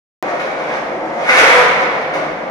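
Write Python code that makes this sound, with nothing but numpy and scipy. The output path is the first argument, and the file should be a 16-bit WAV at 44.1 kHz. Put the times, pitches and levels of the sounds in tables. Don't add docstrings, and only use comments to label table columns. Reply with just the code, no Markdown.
import sys
import numpy as np
from scipy import signal
from scipy.fft import rfft, irfft
from scipy.io import wavfile
from scipy.ndimage import uniform_filter1d

SR = 44100
rng = np.random.default_rng(int(sys.argv[2]) if len(sys.argv) > 2 else 0)


def makeup_ratio(level_db):
    decades = np.asarray(level_db, float) / 20
    return 10 ** decades


def persist_wave(psi):
    counts = np.round(np.clip(psi, -1, 1) * 32767).astype(np.int16)
    wavfile.write(sys.argv[1], SR, np.atleast_2d(counts).T)


N = 110250
LEAD = SR

# time [s], scrape level [dB], scrape brightness [dB], chatter level [dB], chatter pitch [Hz].
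SLIDE_GRIP = [
    (1.17, -37.5, 1.5, -56, 492),
    (1.27, -25.5, 7.5, -40, 488),
    (1.29, -10.5, 2, -38, 480.4),
    (1.325, -19, 9, -13, 499.7),
    (1.39, -8, 5, -28, 507.7),
    (1.48, -12, 1.5, -25, 515),
    (1.56, -13, 3.5, -7.5, 495.3),
    (1.64, -17, 0, -21, 493),
    (1.72, -43.5, 5, -59, 492),
]


def unit(x):
    return x / np.sqrt(np.mean(x ** 2))


def clock():
    return np.arange(-LEAD, N) / SR


def along(table, column=1):
    rows = np.array(table, float)
    return np.interp(clock(), rows[:, 0], rows[:, column])


def across(table, hz):
    rows = np.array(table, float)
    return np.interp(np.log(hz + 1), np.log(rows[:, 0]), rows[:, 1])


def shape(x, colour):
    # resonance in Hz, width in Hz, lift in dB.
    deck_modes = [(145, 8.3, 2.5), (220.5, 10, 7), (309, 30, 4), (533.6, 33.3, 7), (725, 60, 2),
                  (1990, 320, 1)]
    hz = np.fft.rfftfreq(x.shape[-1], 1 / SR)
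    gain_db = across(colour, hz)
    for mode_hz, width_hz, lift_db in deck_modes:
        gain_db = gain_db + lift_db / (1 + (2 * (hz - mode_hz) / width_hz) ** 2)
    return unit(irfft(rfft(x) * makeup_ratio(gain_db), x.shape[-1]))


def brighten(x, lift_db):
    high_pass = signal.butter(2, 1040, "high", fs=SR, output="sos")
    return x + (makeup_ratio(lift_db) - 1) * signal.sosfiltfilt(high_pass, x)


def walk(rate_hz):
    hold = int(SR / rate_hz)
    steps = np.repeat(rng.standard_normal((N + LEAD) // hold + 1), hold)
    smooth = uniform_filter1d(uniform_filter1d(steps, hold), hold)
    return unit(smooth[:N + LEAD])


def grit(per_s):
    where, size, sign = rng.random((3, N + LEAD))
    spread_db = 2.5
    height = makeup_ratio(-spread_db * np.log(1 - .95 * size))
    return (where < per_s / SR) * height * np.sign(sign - .5)


def ports(n):
    spacing_m, sound_m_per_s = .13, 343
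    hz = np.fft.rfftfreq(n, 1 / SR)
    alike = np.sinc(2 * hz * spacing_m / sound_m_per_s)
    mid, side = rfft(rng.standard_normal((2, n)))
    shared = mid * np.sqrt(.5 + .5 * alike)
    opposed = side * np.sqrt(.5 - .5 * alike)
    return hz, shared + opposed * np.array([[1], [-1]])


def rumble():
    # frequency in Hz, level in dB.
    rumble_colour = [(20, -44), (48, -12), (75, -17), (115, -29.5), (150, -2.5), (250, -9), (500, -6),
                     (1500, -45)]
    traffic = shape(irfft(ports(N)[1], N), rumble_colour) * makeup_ratio(-41.5 + 2.2 * walk(5.4)[:N])
    thrum_band = signal.butter(2, [25, 70], "band", fs=SR, output="sos")
    thrum = signal.sosfilt(thrum_band, rng.standard_normal((2, N)))
    return traffic + unit(thrum) * makeup_ratio(-80.5)


def echo():
    # frequency in Hz, time to fall by 60 dB in seconds.
    ring_times = [(100, 3.6), (500, 2.02), (1500, 1.92), (2500, 1.77), (5000, 1.42), (10000, 0.53)]
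    build_s, early_db, early_s = 0.0038, 7, 0.039
    direct_db, right_late_s = -9, 0.00019
    n = 65536
    t = np.arange(n) / SR
    hz, wash = ports(n)
    centres = 120 * 2. ** np.arange(8)
    tail = 0
    for k, centre_hz in enumerate(centres):
        band = np.interp(np.log(hz + 1), np.log(centres), np.arange(8) == k)
        t60 = across(ring_times, centre_hz)
        tail = tail + irfft(wash * band, n) * 1000 ** (-t / t60) / np.sqrt(t60)
    tail = tail * (1 - np.exp(-t / build_s)) * makeup_ratio(early_db * np.exp(-t / early_s))
    tail = tail / np.sqrt(np.sum(tail ** 2, axis=1, keepdims=True))
    tail[[0, 1], [0, int(right_late_s * SR)]] = makeup_ratio(direct_db)
    return tail


def tunnel(x):
    place = clock() / 0.2022
    heard = 0
    for k in range(4):
        distance = np.clip((place - k + 2) % 4 - 2, -1, 1)
        fade = np.cos(np.pi / 2 * distance)
        heard = heard + signal.fftconvolve((x * fade)[None], echo(), axes=1)
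    return heard[:, LEAD:LEAD + N]


def knocks():
    # time in seconds, level in dB, treble lift in dB.
    blows = [
        (0.282, -23, 0),
        (0.396, -17, 3.5),
        (0.601, -41, -6),
        (0.778, -35, -1),
        (1.286, -30, 0),
        (1.384, -13, 13),
        (1.567, -13, -1),
        (2.012, -19, -2),
        (2.137, -17.5, 3),
        (2.302, -26.5, -2),
    ]
    # frequency in Hz, level in dB.
    knock_colour = [(150, -28.5), (500, -23), (1500, 2), (2300, 3), (6500, -8.5), (8000, -14.5),
                    (14000, -13.5)]
    t = clock()
    body = shape(rng.standard_normal(N + LEAD), knock_colour)
    top = body - signal.sosfilt(signal.butter(1, 2500, fs=SR, output="sos"), body)
    out = 0
    for start, level_db, bright_db in blows:
        decay = (t >= start) * np.exp(-np.abs(t - start) / 0.014)
        out = out + makeup_ratio(level_db) * decay * (body + (makeup_ratio(bright_db) - 1) * top)
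    return out


def rolling():
    # time in seconds, level in dB, brightness in dB.
    wheel_load = [(0, -22.5, -3), (.3, -22.5, -0.5), (.42, -24, 1), (.54, -22.5, -1), (.64, -26.5, 1),
                  (.79, -25, 5.5), (.95, -24.5, -13.5), (1.2, -25, 2), (1.7, -29, 9.5), (2.0, -23, -3.5),
                  (2.2, -26, 0), (2.35, -35, -1), (2.5, -23, -8)]
    # frequency in Hz, level in dB.
    roll_colour = [(100, -35), (150, -18), (420, -9), (620, -1.5), (1000, -9), (2200, -15.5), (6000, -24),
                   (14000, -41.5)]
    drone = brighten(shape(grit(4000), roll_colour), along(wheel_load, column=2))
    return drone * makeup_ratio(along(wheel_load) + 3.07 * walk(29.89))


def squawks():
    # time in seconds, pitch in Hz, width in Hz, decay in seconds, level in dB.
    bites = [(1.294, 1560, 180, .012, -9), (1.297, 2002, 250, 0.0097, -6), (1.341, 2230, 91, 0.042, -17.5),
             (1.364, 231, 35, 0.023, -22), (1.408, 511, 29, .03, -12), (1.43, 1390, 120, 0.025, -13.5),
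             (1.472, 2156, 140, 0.033, -14), (1.516, 1952, 170, 0.011, -10.5),
             (1.543, 725, 38, 0.029, -17.5), (1.551, 992, 7.1, 0.055, -15.5),
             (1.625, 524, 25, 0.035, -19.5), (1.635, 986, 50, 0.025, -16), (0.399, 2230, 100, 0.14, -35)]
    rise_s = 0.0089
    noise = rng.standard_normal(N + LEAD)
    out = 0
    for start, pitch_hz, width_hz, decay_s, level_db in bites:
        t = clock() - start
        ringing = unit(signal.lfilter(*signal.iirpeak(pitch_hz, pitch_hz / width_hz, SR), noise))
        swell = np.exp(np.where(t < 0, t / rise_s, -t / decay_s))
        out = out + makeup_ratio(level_db) * ringing * swell
    return out


def chatter():
    # multiple of the pitch, level in dB.
    overtone_levels = [(1, -2), (2, 0), (3, -4), (4, -4)]
    tilt_db, wobble, patchy_db = -4.5, .012, 2.5
    pitch_hz = along(SLIDE_GRIP, column=4) * (1 + wobble * walk(60))
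    turn = 2 * np.pi * np.cumsum(pitch_hz) / SR
    tone = 0
    for k, level_db in overtone_levels:
        tone = tone + makeup_ratio(level_db + tilt_db * k + patchy_db * walk(20)) * np.sin(k * turn)
    return tone * makeup_ratio(along(SLIDE_GRIP, column=3))


def scrape():
    # frequency in Hz, level in dB.
    scrape_colour = [(60, -37.5), (400, -8.5), (520, -4), (1200, -3), (2250, -4), (6000, -12.5),
                     (15500, -22.5)]
    drag = brighten(shape(grit(6000), scrape_colour), along(SLIDE_GRIP, column=2))
    return drag * makeup_ratio(along(SLIDE_GRIP) + 0.75 * walk(40))


def scene():
    board = rolling() + scrape() + chatter() + knocks() + squawks()
    return tunnel(board) + rumble()


def port_colour(x):
    # frequency in Hz, response in dB.
    port_response = [(2300, 3.5), (2600, -3.5), (4500, -9.5), (6200, -10), (7600, -20), (10500, -18.5),
                     (13000, -28.5), (15500, -41)]
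    # frequency in Hz, left minus right in dB.
    port_tilt = [(100, -1), (700, 1.25), (1200, 0.5), (2300, -2), (4000, -0.5), (6200, 3), (7400, 13.5),
                 (14000, 10.5)]
    hz = np.fft.rfftfreq(N, 1 / SR)
    tilt_db = across(port_tilt, hz) * np.array([[.5], [-.5]])
    return irfft(rfft(x) * makeup_ratio(tilt_db + across(port_response, hz)), N)


def mute_faint_treble(x):
    floor_db, from_hz, follows = -106, 6800, 1.3
    hz, _, z = signal.stft(x, SR, nperseg=2048, scaling="psd")
    bands = (np.abs(z[:, :-1]) ** 2).reshape(2, 256, 4, -1).mean(axis=2)
    power = np.repeat(bands, 4, axis=1)
    loud = power.sum(axis=(0, 1))
    threshold = makeup_ratio(2 * floor_db) * np.maximum(loud / np.median(loud), 1) ** follows
    keep = (power > threshold) | (hz[:-1, None] < from_hz)
    keep = np.pad(keep, ((0, 0), (0, 1), (0, 0)))
    return signal.istft(z * keep, SR, scaling="psd")[1][:, :N]


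def open_microphone(x):
    since = np.arange(N) / SR - .22635
    pop = makeup_ratio(-10) * np.exp(-np.abs(since) / 0.0015) * np.cos(2 * np.pi * 665 * since)
    return (x + pop) * (since >= 0)


def overload(x):
    return x / (1 + (x / 1.83) ** 4) ** 0.22


def low_pass(x):
    return signal.sosfilt(signal.butter(12, 15800, fs=SR, output="sos"), x)


def record(dry):
    heard = mute_faint_treble(port_colour(dry))
    mix = overload(open_microphone(heard))
    return low_pass(mix)


dry = scene()
out = record(dry)
persist_wave(out)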